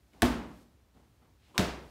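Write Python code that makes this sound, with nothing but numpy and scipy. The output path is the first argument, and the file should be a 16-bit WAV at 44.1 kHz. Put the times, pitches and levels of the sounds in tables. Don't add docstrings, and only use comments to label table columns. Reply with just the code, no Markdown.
import sys
import numpy as np
from scipy import signal
from scipy.fft import rfft, irfft, next_fast_len
from scipy.io import wavfile
from scipy.ndimage import map_coordinates

SR = 44100
rng = np.random.default_rng(int(sys.argv[2]) if len(sys.argv) > 2 else 0)


def amplitude_ratio(level_db):
    exponent = np.asarray(level_db, float) / 20
    return 10 ** exponent


def to_wav(sig):
    pcm = np.clip(np.atleast_2d(sig), -1, 1) * 32767
    pcm = np.round(pcm).astype(np.int16)
    wavfile.write(sys.argv[1], SR, pcm.T)


N = 83790


def unit(x):
    return x / np.sqrt(np.mean(x ** 2) + 1e-20)


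def along(points, hz):
    f, v = np.transpose(points)
    return np.interp(np.log(hz + 1), np.log(f + 1), v)


def filtered(x, response):
    m = next_fast_len(N + SR // 2)
    return irfft(rfft(x, m) * response(np.fft.rfftfreq(m, 1 / SR)), m)[:N]


def peak(f, hz, width):
    return 1j * f * width / (hz * hz - f * f + 1j * f * width)


def resonances(f, rows, power=2):
    return sum(amplitude_ratio(db) * peak(f, hz, width) ** power for hz, width, db in rows)


def noise(response):
    return unit(filtered(rng.standard_normal(N), response))


def since(s):
    return np.clip(np.arange(N) / SR - s, 0, None)


def swell(s, rise):
    return 1 - np.exp(-since(s) / rise)


def fade(s, db, t60):
    return amplitude_ratio(db - 60 * since(s) / t60)


def wander(per_second):
    return map_coordinates(rng.standard_normal(256), [np.arange(N) * per_second / SR])


# (frequency [Hz], width [Hz], level [dB])
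SKIN = [
    [(1700, 1300, 1.5), (2845, 2400, -1), (4800, 9000, -6), (8370, 2900, -10), (12870, 4000, -13.5)],
    [(1750, 3500, 10.5), (3430, 4740, 10.5), (6600, 4000, -19), (9700, 15000, -4), (14130, 6600, -12)],
]
# (delay [s], level [dB])
WALLS = [
    [(.0011, -7), (.002, -6), (.0033, -3.5), (.0095, -3), (.0165, -25), (.036, -11)],
    [(.0037, -6), (.0055, -17), (.0095, -19), (.015, -6.5), (.017, -17)],
]
# (level [dB], t60 [s])
SPRAY = [(-23, 0.023), (-23, .03)]


def crack(s, db, k):
    def colour(f):
        return resonances(f, SKIN[k]) / (1 + 1j * f / 14000)

    def snap(f):
        return -np.exp(-2j * np.pi * f * s) * colour(f)

    def copies(f):
        echoes = sum((-1) ** i * amplitude_ratio(g) * np.exp(-2j * np.pi * f * delay)
                     for i, (delay, g) in enumerate(WALLS[k]))
        return 1 + echoes / (1 + 1j * f / 9000) ** 2

    pulse = (np.arange(N) == 0).astype(float)
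    loudest = np.abs(filtered(pulse, snap)).max()
    snaps = filtered(pulse, lambda f: snap(f) * copies(f)) / loudest
    air_db, air_t60 = SPRAY[k]
    air = fade(s, air_db, air_t60) * (since(s) > 0) * noise(colour)
    return amplitude_ratio(db) * snaps + air


# (frequency [Hz], level [dB], t60 [s])
THUD = [
    [(124.9, -3, 0.18), (187.2, -4, 0.26), (227.9, -9.5, 0.68), (249, 3, 0.41), (283, -2.5, 0.13),
     (350.2, 1, 0.14), (426, -4, 0.13), (581, -6, .1), (685, -10.5, 0.23), (703, -6.5, 0.16), (897, -9, .3),
     (1096, -5, 0.12)],
    [(90, 2, 0.098), (164.4, -8.5, 0.43), (188.8, -0.5, 0.277), (262.6, -9, 0.21), (344.3, -2, .2),
     (405, -3, 0.13), (610, -4.5, 0.19), (660, -15, 0.48), (705, -10.5, 0.35), (1060, -12, 0.19)],
]
# (delay [s], rise [s])
SQUASH = [(.003, 0.0023), (.008, 0.0061)]


def thud(s, db, k):
    delay, rise = SQUASH[k]
    t = since(s + delay)
    ring = np.zeros(N)
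    for hz, mode_db, t60 in THUD[k]:
        level = amplitude_ratio(mode_db - 60 * t / t60 + 0.7 * wander(25))
        phase = 0.2 * wander(25) + hz / 100
        ring += level * np.sin(2 * np.pi * hz * t + phase)
    return amplitude_ratio(db) * (1 - np.exp(-(t / rise) ** 2)) * ring / 2


def fading_tones(rows, rise):
    out = np.zeros(N)
    for s, db, hz, t60 in rows:
        out += fade(s, db, t60) * swell(s, rise) * np.sin(2 * np.pi * hz * since(s))
    return out


# (time [s], level [dB], frequency [Hz], t60 [s])
PUSHES = [
    (.2245, -20, 420, .012),
    (.2295, -14, 290, .035),
    (.2295, -19, 700, .02),
    (1.5915, -21, 200, .04),
    (1.6012, -20, 195, .05),
]


def pushes():
    return fading_tones(PUSHES, 1 / SR)


# (time [s], level [dB], frequency [Hz], t60 [s])
BOOM = [
    (.24, -27, 63, .6),
    (.24, -29, 50, .6),
    (.224, -20, 70, .12),
    (.226, -21, 100, .13),
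    (1.583, -31, 63, .8),
    (1.581, -26, 78, .16),
]


def boom():
    return amplitude_ratio(-1.06) * fading_tones(BOOM, 0.0039)


# (frequency [Hz], level [dB per Hz])
TAIL = [
    [(25, -40.5), (60, -21.5), (140, -16.5), (245, -7.5), (520, -18.5), (900, -19), (2340, -26),
     (16000, -44.5)],
    [(25, -14), (70, -11), (135, -9), (250, -7.5), (520, -9.5), (700, -12.5), (4560, -21), (16000, -38.5)],
]
# (frequency [Hz], t60 [s])
ROOM = [(60, 0.93), (250, 0.7), (1000, 0.63), (3000, 0.53), (7500, 0.42), (12000, 0.35)]


def tail(s, db, k):
    hz, t, z = signal.stft(noise(lambda f: amplitude_ratio(along(TAIL[k], f))), SR, nperseg=512)
    decay = amplitude_ratio(-60 * np.clip(t - s, 0, None) / along(ROOM, hz)[:, None])
    x = signal.istft(z * decay, SR, nperseg=512)[1][:N]
    return amplitude_ratio(db) * swell(s, 0.007) * x


# (time [s], crack level [dB], thud level [dB], room level [dB])
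SLAMS = [
    (.2210, -8.5, -16.5, -24.5),
    (1.5798, -8.5, -18.5, -27.5),
]


def slams():
    out = pushes() + boom()
    for k, (s, crack_db, thud_db, room_db) in enumerate(SLAMS):
        out += crack(s, crack_db, k) + thud(s, thud_db, k) + tail(s, room_db, k)
    return out


def lumps():
    return amplitude_ratio(2 * wander(90))


# (time [s], rise [s], t60 [s], level [dB], brightness [dB per octave])
SHIFTS = [
    (0.123, 0.018, 1.1, -57, -1.5),
    (0.944, 0.03, 0.49, -54, -3),
    (1.091, 0.0085, 0.31, -60, -12),
    (1.209, 0.021, 0.36, -56.5, -1.9),
    (1.471, 0.1, 1.3, -52, -3.5),
]
# (frequency [Hz], level [dB per Hz])
SAND = [(60, -25), (150, -4), (280, -1), (450, -10), (800, -5), (1600, -16.5), (4000, -21), (15000, -41)]


def shifting():
    out = np.zeros(N)
    for s, rise, t60, db, tilt_db in SHIFTS:
        colour = lambda f: amplitude_ratio(along(SAND, f) + tilt_db * np.log2((f + 20) / 500))
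        out += fade(s, db, t60) * swell(s, rise) * unit(lumps() * noise(colour))
    return out


# (time [s], level [dB], t60 [s], list of (frequency [Hz], width [Hz]))
TICK = (.1315, -58, .035, [(2300, 250), (3050, 250)])


def tick():
    s, db, t60, tones = TICK
    return fade(s, db, t60) * swell(s, 0.0027) * noise(lambda f: sum(peak(f, hz, width) for hz, width in tones))


# (time [s], rise [s], level [dB], list of (frequency [Hz], width [Hz], level [dB]))
SCUFF = (1.541, 0.0059, -48, [(360, 170, 6), (1020, 360, 3), (2680, 2200, -13), (5800, 5000, -28.5)])


def scuff():
    s, rise, db, skin = SCUFF
    touching = swell(s, rise) * fade(SLAMS[1][0], 0, 0.17)
    return amplitude_ratio(db) * touching * unit(lumps() ** .5 * noise(lambda f: resonances(f, skin)))


# (peak time [s], spread [s], level [dB], frequency [Hz], width [Hz])
SWISH = (1.475, .048, -70, 2600, 3200)


def swish():
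    s, spread, db, hz, width = SWISH
    sweep = np.exp(-((np.arange(N) / SR - s) / spread) ** 2 / 2)
    return amplitude_ratio(db) * sweep * noise(lambda f: peak(f, hz, width) ** 2)


# (frequency [Hz], level [dB per Hz])
ROOM_TONE = [(15, -75), (25, -25.5), (41, -8.5), (64, 1), (130, -12.5), (754, -26), (2410, -33),
             (12500, -43), (16000, -44.5)]


def room_tone():
    return amplitude_ratio(-64) * noise(lambda f: amplitude_ratio(along(ROOM_TONE, f)))


def hum():
    hz, width = 59, 5.6
    tone = amplitude_ratio(-64) * np.sin(2 * np.pi * hz * since(0))
    return amplitude_ratio(-79) * noise(lambda f: peak(f, hz, width) ** 2) + tone


def whine():
    return amplitude_ratio(-94) * noise(lambda f: peak(f, 13550, 300) ** 2)


# (time [s], level [dB])
HISS = [(0, -85), (.125, -79), (.135, -75), (.5, -71.5), (.55, -70), (.632, -70), (.642, -77.5), (.94, -98),
        (.948, -77.5), (1.02, -81), (1.4, -87), (1.57, -73), (1.9, -69.5)]
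# (frequency [Hz], level [dB per Hz])
HISS_COLOUR = [(1500, -8), (4000, 0.5), (7000, -4), (12000, -7), (16000, -11)]


def hiss():
    s, db = np.transpose(HISS)
    level = amplitude_ratio(np.interp(np.arange(N) / SR, s, db))
    return level * noise(lambda f: amplitude_ratio(along(HISS_COLOUR, f)))


def scene():
    movements = shifting() + tick() + scuff() + swish()
    background = room_tone() + hum() + whine() + hiss()
    return (slams() + movements + background)[None]


def band_limit(x):
    return signal.sosfilt(signal.butter(12, 17030, fs=SR, output="sos"), x)


def record(dry):
    low_hz, top_hz, edge_hz, end_hz = 39, 15850, 60, 16900

    def mic(f):
        bass_cut = (1j * f / low_hz / (1 + 1j * f / low_hz)) ** 2
        above = 1 / (1 + np.exp(np.clip((top_hz - f) / edge_hz, -50, 50)))
        return bass_cut * amplitude_ratio(-36 * above) * (f < end_hz)

    return band_limit(filtered(dry[0], mic)[None])


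dry = scene()
out = record(dry)
to_wav(out)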